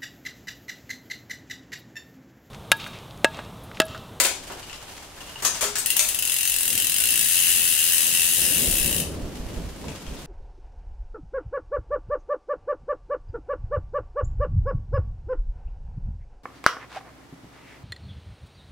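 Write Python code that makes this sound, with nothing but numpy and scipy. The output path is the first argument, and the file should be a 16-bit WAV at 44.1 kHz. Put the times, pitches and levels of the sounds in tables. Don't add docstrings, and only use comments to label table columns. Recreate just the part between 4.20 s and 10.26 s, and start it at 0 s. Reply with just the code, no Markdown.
import sys
import numpy as np
from scipy import signal
from scipy.fft import rfft, irfft, next_fast_len
from scipy.io import wavfile

SR = 44100
rng = np.random.default_rng(int(sys.argv[2]) if len(sys.argv) > 2 else 0)


def waveform_to_disk(signal):
    frames = np.transpose(np.atleast_2d(signal))
    scaled = np.clip(frames, -1, 1) * 32767
    samples = np.round(scaled).astype(np.int16)
    wavfile.write(sys.argv[1], SR, samples)


N = 267246
TIME = np.arange(N) / SR
BINS = np.fft.rfftfreq(4096, 1 / SR)


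def amp(db):
    return 10 ** (np.asarray(db) / 20)


def unit(x):
    return x / np.sqrt(np.mean(x ** 2) + 1e-20)


def over_hz(points, hz=BINS):
    f, value = np.transpose(points)
    return np.interp(np.log(hz + 1), np.log(f + 1), value)


def over_time(points, t=TIME):
    return np.interp(t, *np.transpose(points))


def add(mix, start, sound):
    part = mix[:, max(round(start * SR), 0):][:, :sound.shape[-1]]
    part += sound[..., :part.shape[1]]


def pan(left_db):
    return amp([[left_db / 2], [-left_db / 2]])


def lean_left(x, treble_db, corner_hz):
    low = signal.lfilter(*signal.butter(1, corner_hz, fs=SR), x)
    return low + (x - low) * pan(treble_db)


def resonance(hz, width, height_db):
    return height_db / (1 + (2 * (BINS - hz) / width) ** 2)


def colour(x, db):
    log_gain = np.log(amp(np.r_[db, db[-2:0:-1]]))
    minimum_phase = np.exp(np.conj(signal.hilbert(log_gain)))
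    taps = np.fft.ifft(minimum_phase).real[:len(db)]
    return signal.oaconvolve(x, taps[None] / np.linalg.norm(taps), axes=1)[:, :N]


def impact(rise, t60, rattle_db, rattle_t60, size):
    t = np.arange(size) / SR
    return (1 - np.exp(-t / rise)) * (amp(-60 * t / t60) + amp(rattle_db - 60 * t / rattle_t60))


# frequency in Hz, likeness from 0 to 1.
MIC_LIKENESS = [(60, 0.93), (250, 0.85), (600, 0.63), (1300, 0.55), (2800, 0.34), (5500, 0.028), (9000, 0)]

def mic_noise(size):
    left, other = rfft(rng.standard_normal((2, next_fast_len(size // 2 + 1, True) * 2)))
    same = over_hz(MIC_LIKENESS, np.linspace(0, SR / 2, len(left)))
    right = same * left + np.sqrt(1 - same ** 2) * other
    return irfft(np.array([left, right]))[:, :size]


def steady_noise(spectrum):
    return unit(colour(mic_noise(N), over_hz(spectrum)))


# frequency in Hz, relative level in dB.
ROOM_COLOUR = [(12, -30), (20, 1), (53, -1), (207, -11), (274, -9), (491, -11), (686, -10), (1870, -17),
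               (2920, -17), (6720, -21), (12100, -27), (13900, -33), (15500, -43)]

def room_tone():
    return amp(-46) * steady_noise(ROOM_COLOUR)


# frequency in Hz, time to fall 60 dB (t60) in seconds.
ROOM_DECAY = [(250, 0.66), (1500, 0.31), (5000, 0.42), (10000, 0.31), (16000, 0.19)]

def reflections(x, tails=5):
    t = np.arange(SR // 2) / SR
    onset = np.clip((t - .003) / .0023, 0, 1)
    out = np.zeros((2, N))
    for k in range(tails):
        hz, age, bands = signal.stft(mic_noise(len(t)) * onset, SR, nperseg=256)
        decay = amp(-60 * age / over_hz(ROOM_DECAY, hz)[:, None])
        tail = signal.istft(bands * decay, SR, nperseg=256)[1]
        tail /= np.linalg.norm(tail, axis=1, keepdims=True)
        cycle = (TIME / .014 + k) % tails
        share = np.sqrt(np.maximum(1 - abs(cycle - tails / 2), 0))
        out += signal.oaconvolve(x[:1] * share, tail, axes=1)[:, :N]
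    return out


# time in seconds, level in dB.
RUSTLE_LEVEL = [(2.38, -60), (2.53, -41.5), (2.72, -49.5), (3.0, -45.5), (3.2, -53), (3.4, -43.5),
                (3.62, -55.5), (3.9, -45), (4.15, -47.5)]
RUMBLE_LEVEL = [(4.12, -44), (4.21, -39.5), (4.45, -31.5), (4.6, -35.5), (4.72, -31.5), (4.88, -33),
                (5.0, -34), (5.25, -40), (5.38, -34.5), (5.56, -45), (5.68, -32), (5.8, -46), (5.93, -39),
                (6.06, -46.5)]
# start in seconds, level in dB, t60 in seconds.
SOFT_THUDS = [(4.46, -25, 0.55), (4.60, -22, 0.28), (4.94, -36.5, 0.22), (5.015, -23.5, 0.28),
              (5.195, -23.5, 0.22), (5.24, -28.5, 0.3), (5.355, -27, 0.3), (5.435, -29.5, 0.46),
              (5.865, -29, 0.47)]
# frequency in Hz, relative level in dB.
RUMBLE_TONE = [(30, -29.5), (70, 3), (115, -5), (165, 2), (200, -2.5), (250, -1.5), (380, -7), (560, -8.5),
               (1000, -24.5), (1800, -30.5), (4000, -43)]
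THUD_TONE = [(10, -8), (24, 2), (36, 0), (48, 5.5), (65, -7), (100, -9.5), (160, -27), (500, -67)]

def rumble(swell_rise_s=0.066, thud_rise_s=0.022):
    swell = amp(over_time(RUMBLE_LEVEL)) * np.clip((TIME - RUMBLE_LEVEL[0][0]) / swell_rise_s, 0, 1)
    rustle = amp(over_time(RUSTLE_LEVEL)) * (TIME > RUSTLE_LEVEL[0][0])
    deep_power = (amp(-14) * swell * (TIME > SOFT_THUDS[0][0])) ** 2
    for start, db, t60 in SOFT_THUDS:
        age = np.maximum(TIME - start, 0)
        deep_power += (np.minimum(age / thud_rise_s, 1) * amp(db - 60 * age / t60)) ** 2
    body = steady_noise(RUMBLE_TONE) * np.hypot(swell, rustle)
    return body + steady_noise(THUD_TONE) * np.sqrt(deep_power) * pan(left_db=-2.5)


# time in seconds, level in dB.
CHAIN_LEVEL = [(0, -43), (.95, -45), (1.3, -40.5), (2.5, -50), (4.8, -46.5), (6.06, -47)]
# frequency in Hz, relative level in dB.
CHAIN_TONE = [(150, 3.5), (420, -1), (1000, 1.5), (1900, -1.5), (2400, -3.5), (2850, 1.5), (3600, -3.5),
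              (7000, -4.5), (11000, -8), (16000, -15.5)]

def chain(seats_per_s=120, decay_s=0.0093, rush=2.0):
    seats = rng.random(N) < seats_per_s / SR
    force = amp(2.5 * np.minimum(rng.exponential(1, N), 2.5))
    patter = signal.lfilter([1], [1, -np.exp(-1 / (decay_s * SR))], seats * force)
    links = colour((rush + patter) * mic_noise(N), over_hz(CHAIN_TONE))
    return unit(links) * amp(over_time(CHAIN_LEVEL)) * pan(left_db=0.5)


# start in seconds, level in dB, pitch in Hz, t60 in seconds.
FRAME_NOTES = [(.001, -25.5, 8800, .25), (.012, -30.5, 990, .25), (1.156, -39.5, 900, .09),
               (1.250, -41.5, 2440, .5), (1.426, -27.5, 625, .11), (1.446, -30.5, 413, .42),
               (1.662, -29.5, 10450, .16), (1.794, -38.5, 612, .42), (1.795, -30.5, 2638, .38)]

def frame_rings(rise_s=0.0018):
    t, out = np.arange(SR // 2) / SR, np.zeros((2, N))
    for start, db, hz, t60 in FRAME_NOTES:
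        envelope = (1 - np.exp(-t / rise_s)) * amp(db - 60 * t / t60)
        add(out, start, envelope * np.sin(2 * np.pi * hz * t))
    return out * pan(left_db=4.0)


# frequency in Hz, relative level in dB.
KNOCK_TONE = [(60, -24), (170, -18.5), (300, -7), (500, -4.5), (1000, 0.5), (2500, 4), (4500, 3.5),
              (7500, 5.5), (10000, 0), (13000, -6), (16000, -6.5)]

def knock(db, bass_db, treble_db, ring_hz, ring_db, t60):
    bass = bass_db / (1 + (BINS / 1500) ** 2)
    treble = treble_db * (1 - 1 / (1 + (BINS / 8500) ** 4))
    ring = resonance(ring_hz, width=300 + 0.082 * ring_hz, height_db=ring_db)
    crack_db = np.clip(.9 * (db + 20.5), -4, 7)
    blow = amp(crack_db) * impact(rise=0.00033, t60=0.002, rattle_db=3 - crack_db, rattle_t60=t60, size=9000)
    return amp(db) * colour(blow * mic_noise(len(blow)), over_hz(KNOCK_TONE) + bass + treble + ring)


# start in seconds, level in dB, bass in dB, treble in dB,
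# ring pitch in Hz, ring height in dB, rattle t60 in seconds.
GEAR_CLACKS = [(0.0, -14, 8.5, 9, 8900, -6, 0.055), (.036, -19, 3, 13, 7550, -2, 0.049),
               (.049, -15, 6, -11, 2640, 4, 0.022), (0.053, -17, 8, 10.5, 2140, 2, 0.044),
               (0.299, -37, 33, -3, 1010, 1, .15), (1.223, -29, 15.5, 11, 6950, 5, 0.16),
               (1.249, -17, 7, 6.5, 6380, 10, 0.098), (1.346, -34.5, 3, 2, 2900, 2, 0.25),
               (1.409, -24, 6, 6.5, 7000, 2, 0.22), (1.425, -26.5, 20, 0, 685, 7, 0.048),
               (1.44, -24, -4, 1, 1340, 12.5, 0.052), (1.555, -24, -10, 2.5, 1630, 9, 0.093),
               (1.583, -22.5, -10, 12, 8300, 8, 0.083), (1.7635, -23.5, 2, 6, 2700, 14, 0.038),
               (1.793, -12.5, -11, 5, 5970, 6, .031), (1.800, -27.5, -1.5, 15.5, 7150, -2, 0.73)]
# start in seconds,
# level in dB, ring pitch in Hz, ring height in dB.
LIGHT_CLINKS = [(.428, -38.5, 2900, 11), (.496, -38, 2800, 12), (.529, -34.5, 3000, 6),
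                (0.613, -45, 2920, 16), (.778, -42, 6500, 3), (.975, -43, 1700, 18), (1.006, -42, 2900, 21),
                (1.086, -43, 2900, 21), (1.157, -36.5, 2830, 23), (5.154, -45, 3500, -2),
                (5.338, -56, 3500, 3), (5.641, -41, 975, 18), (5.682, -35, 2280, 8), (5.759, -39, 3500, 3),
                (5.865, -40, 3020, 9), (5.966, -43, 3440, 9)]

def gear_changes():
    out = np.zeros((2, N))
    for start, *blow in GEAR_CLACKS:
        add(out, start, knock(*blow))
    for start, db, ring_hz, ring_db in LIGHT_CLINKS:
        add(out, start, knock(db, bass_db=0, treble_db=-16, ring_hz=ring_hz, ring_db=ring_db, t60=0.036))
    at_mics = out * pan(left_db=-1.5) + reflections(out, tails=2)
    return lean_left(at_mics, treble_db=6.0, corner_hz=1200)


# frequency in Hz, relative level in dB.
HUB_TONE = [(200, -50), (700, -32), (1100, -22.5), (1350, -19.5), (1800, -10.5), (2300, -12), (3300, -11.5),
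            (4500, -8.5), (5500, -8.5), (7000, -2), (10000, -0.5), (12000, -1.5), (14700, -6.5),
            (15600, -3.5)]
# pitch in Hz, width in Hz, height in dB.
HUB_RESONANCES = [(1456, 34, 6.7), (1663, 108, 6.0), (1929, 171, 6.0), (2708, 300, 13.1), (2842, 83, 3.8),
                  (3030, 300, 8.9), (3403, 166, 5.7), (3813, 241, 6.7), (4130, 253, 3.6), (5035, 300, 5.8),
                  (6100, 232, 4.6), (6310, 51, 3.5), (8301, 127, 3.5), (8555, 300, 2.8), (9444, 117, 3.6),
                  (9705, 156, 7.5), (10193, 300, 6.7), (10514, 300, 4.3), (11012, 77, 4.3),
                  (12708, 89, 5.7), (13022, 194, 4.3), (13371, 146, 5.4), (13644, 179, 3.9),
                  (13995, 239, 9.1), (14263, 300, 4.3), (15130, 220, 4.2)]

def hub(strikes, teeth_passed, teeth_per_turn=30, loudest_tooth=3):
    metal = colour(strikes, over_hz(HUB_TONE) + sum(resonance(*mode) for mode in HUB_RESONANCES))
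    main_ring = signal.lfilter(*signal.iirpeak(2780, Q=5, fs=SR), metal)
    turns = (teeth_passed - loudest_tooth) / teeth_per_turn
    swell_db = 0.34 + 1.5 * np.cos(2 * np.pi * turns)
    return metal + main_ring * (amp(swell_db) - 1)


# start in seconds, level in dB.
LONE_TICKS = [(1.6595, -9), (1.7027, -8.5), (1.7665, -8), (1.8872, -11), (1.945, -13.5), (1.9882, -13),
              (2.0233, -12)]
# time in seconds, speed in teeth per second.
RATCHET_SPEED = [(2.0512, 44.14), (2.35, 45.81), (2.53, 39.16), (2.61, 46.24), (2.68, 36.45), (2.7, 41.6),
                 (2.86, 60.33), (3.01, 54.99), (3.12, 88.93), (3.45, 86.45), (3.57, 74.88), (3.68, 87.76),
                 (3.81, 80.6), (3.95, 86.59), (4.33, 85.12), (4.815, 51.11)]
# time in seconds, level in dB.
PAWL_LEVEL = [(2.05, -13), (2.8, -11.5), (3.15, -12), (3.6, -12.5), (4.5, -13.5), (4.8, -16)]

def freewheel(jitter_s=0.00015, scatter_db=1.05):
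    coasting = (TIME >= RATCHET_SPEED[0][0]) & (TIME <= RATCHET_SPEED[-1][0])
    teeth_passed = np.cumsum(over_time(RATCHET_SPEED) * coasting) / SR
    drops = TIME[1:][np.diff(np.ceil(teeth_passed)) > 0]
    timing, force = rng.standard_normal((len(drops), 2)).T
    running = np.c_[drops + jitter_s * timing, over_time(PAWL_LEVEL, drops) + scatter_db * force]
    first = np.vstack([LONE_TICKS, running])
    strike = impact(rise=0.0011, t60=0.018, rattle_db=-13.5, rattle_t60=0.049, size=2000)
    chatter_power, blows = np.zeros((1, N)), np.zeros((1, N))
    for start, db in np.vstack([first, second_pawl(first)]):
        add(chatter_power, start, (amp(db) * strike) ** 2)
        add(blows, start + .0003, amp([db + 12]))
    blows = signal.lfilter(*signal.iirpeak(2840, Q=2, fs=SR), blows)
    chatter = np.sqrt(chatter_power) * mic_noise(N)
    ticks = hub(blows + chatter, teeth_passed)
    at_mics = ticks * pan(left_db=3.0) + amp(0.2) * reflections(ticks)
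    return lean_left(at_mics, treble_db=5.0, corner_hz=3100)


def second_pawl(first, slow_teeth_per_s=39, db_per_octave=2.5):
    start, db = first.T
    speed = over_time(RATCHET_SPEED, start)
    timing, force = rng.standard_normal((len(start), 2)).T
    lag_teeth = 0.367 + 0.073 * timing
    softer_db = -11 + db_per_octave * np.log2(speed / slow_teeth_per_s) - 0.5 * force
    return np.c_[start + lag_teeth / speed, db + softer_db]


def scene():
    return freewheel() + gear_changes() + frame_rings() + chain() + rumble() + room_tone()


def record(dry):
    lowpass = signal.firwin(511, 15800, window=("kaiser", 8), fs=SR)
    return signal.oaconvolve(dry, lowpass[None], "same")


dry = scene()
out = record(dry)
waveform_to_disk(out)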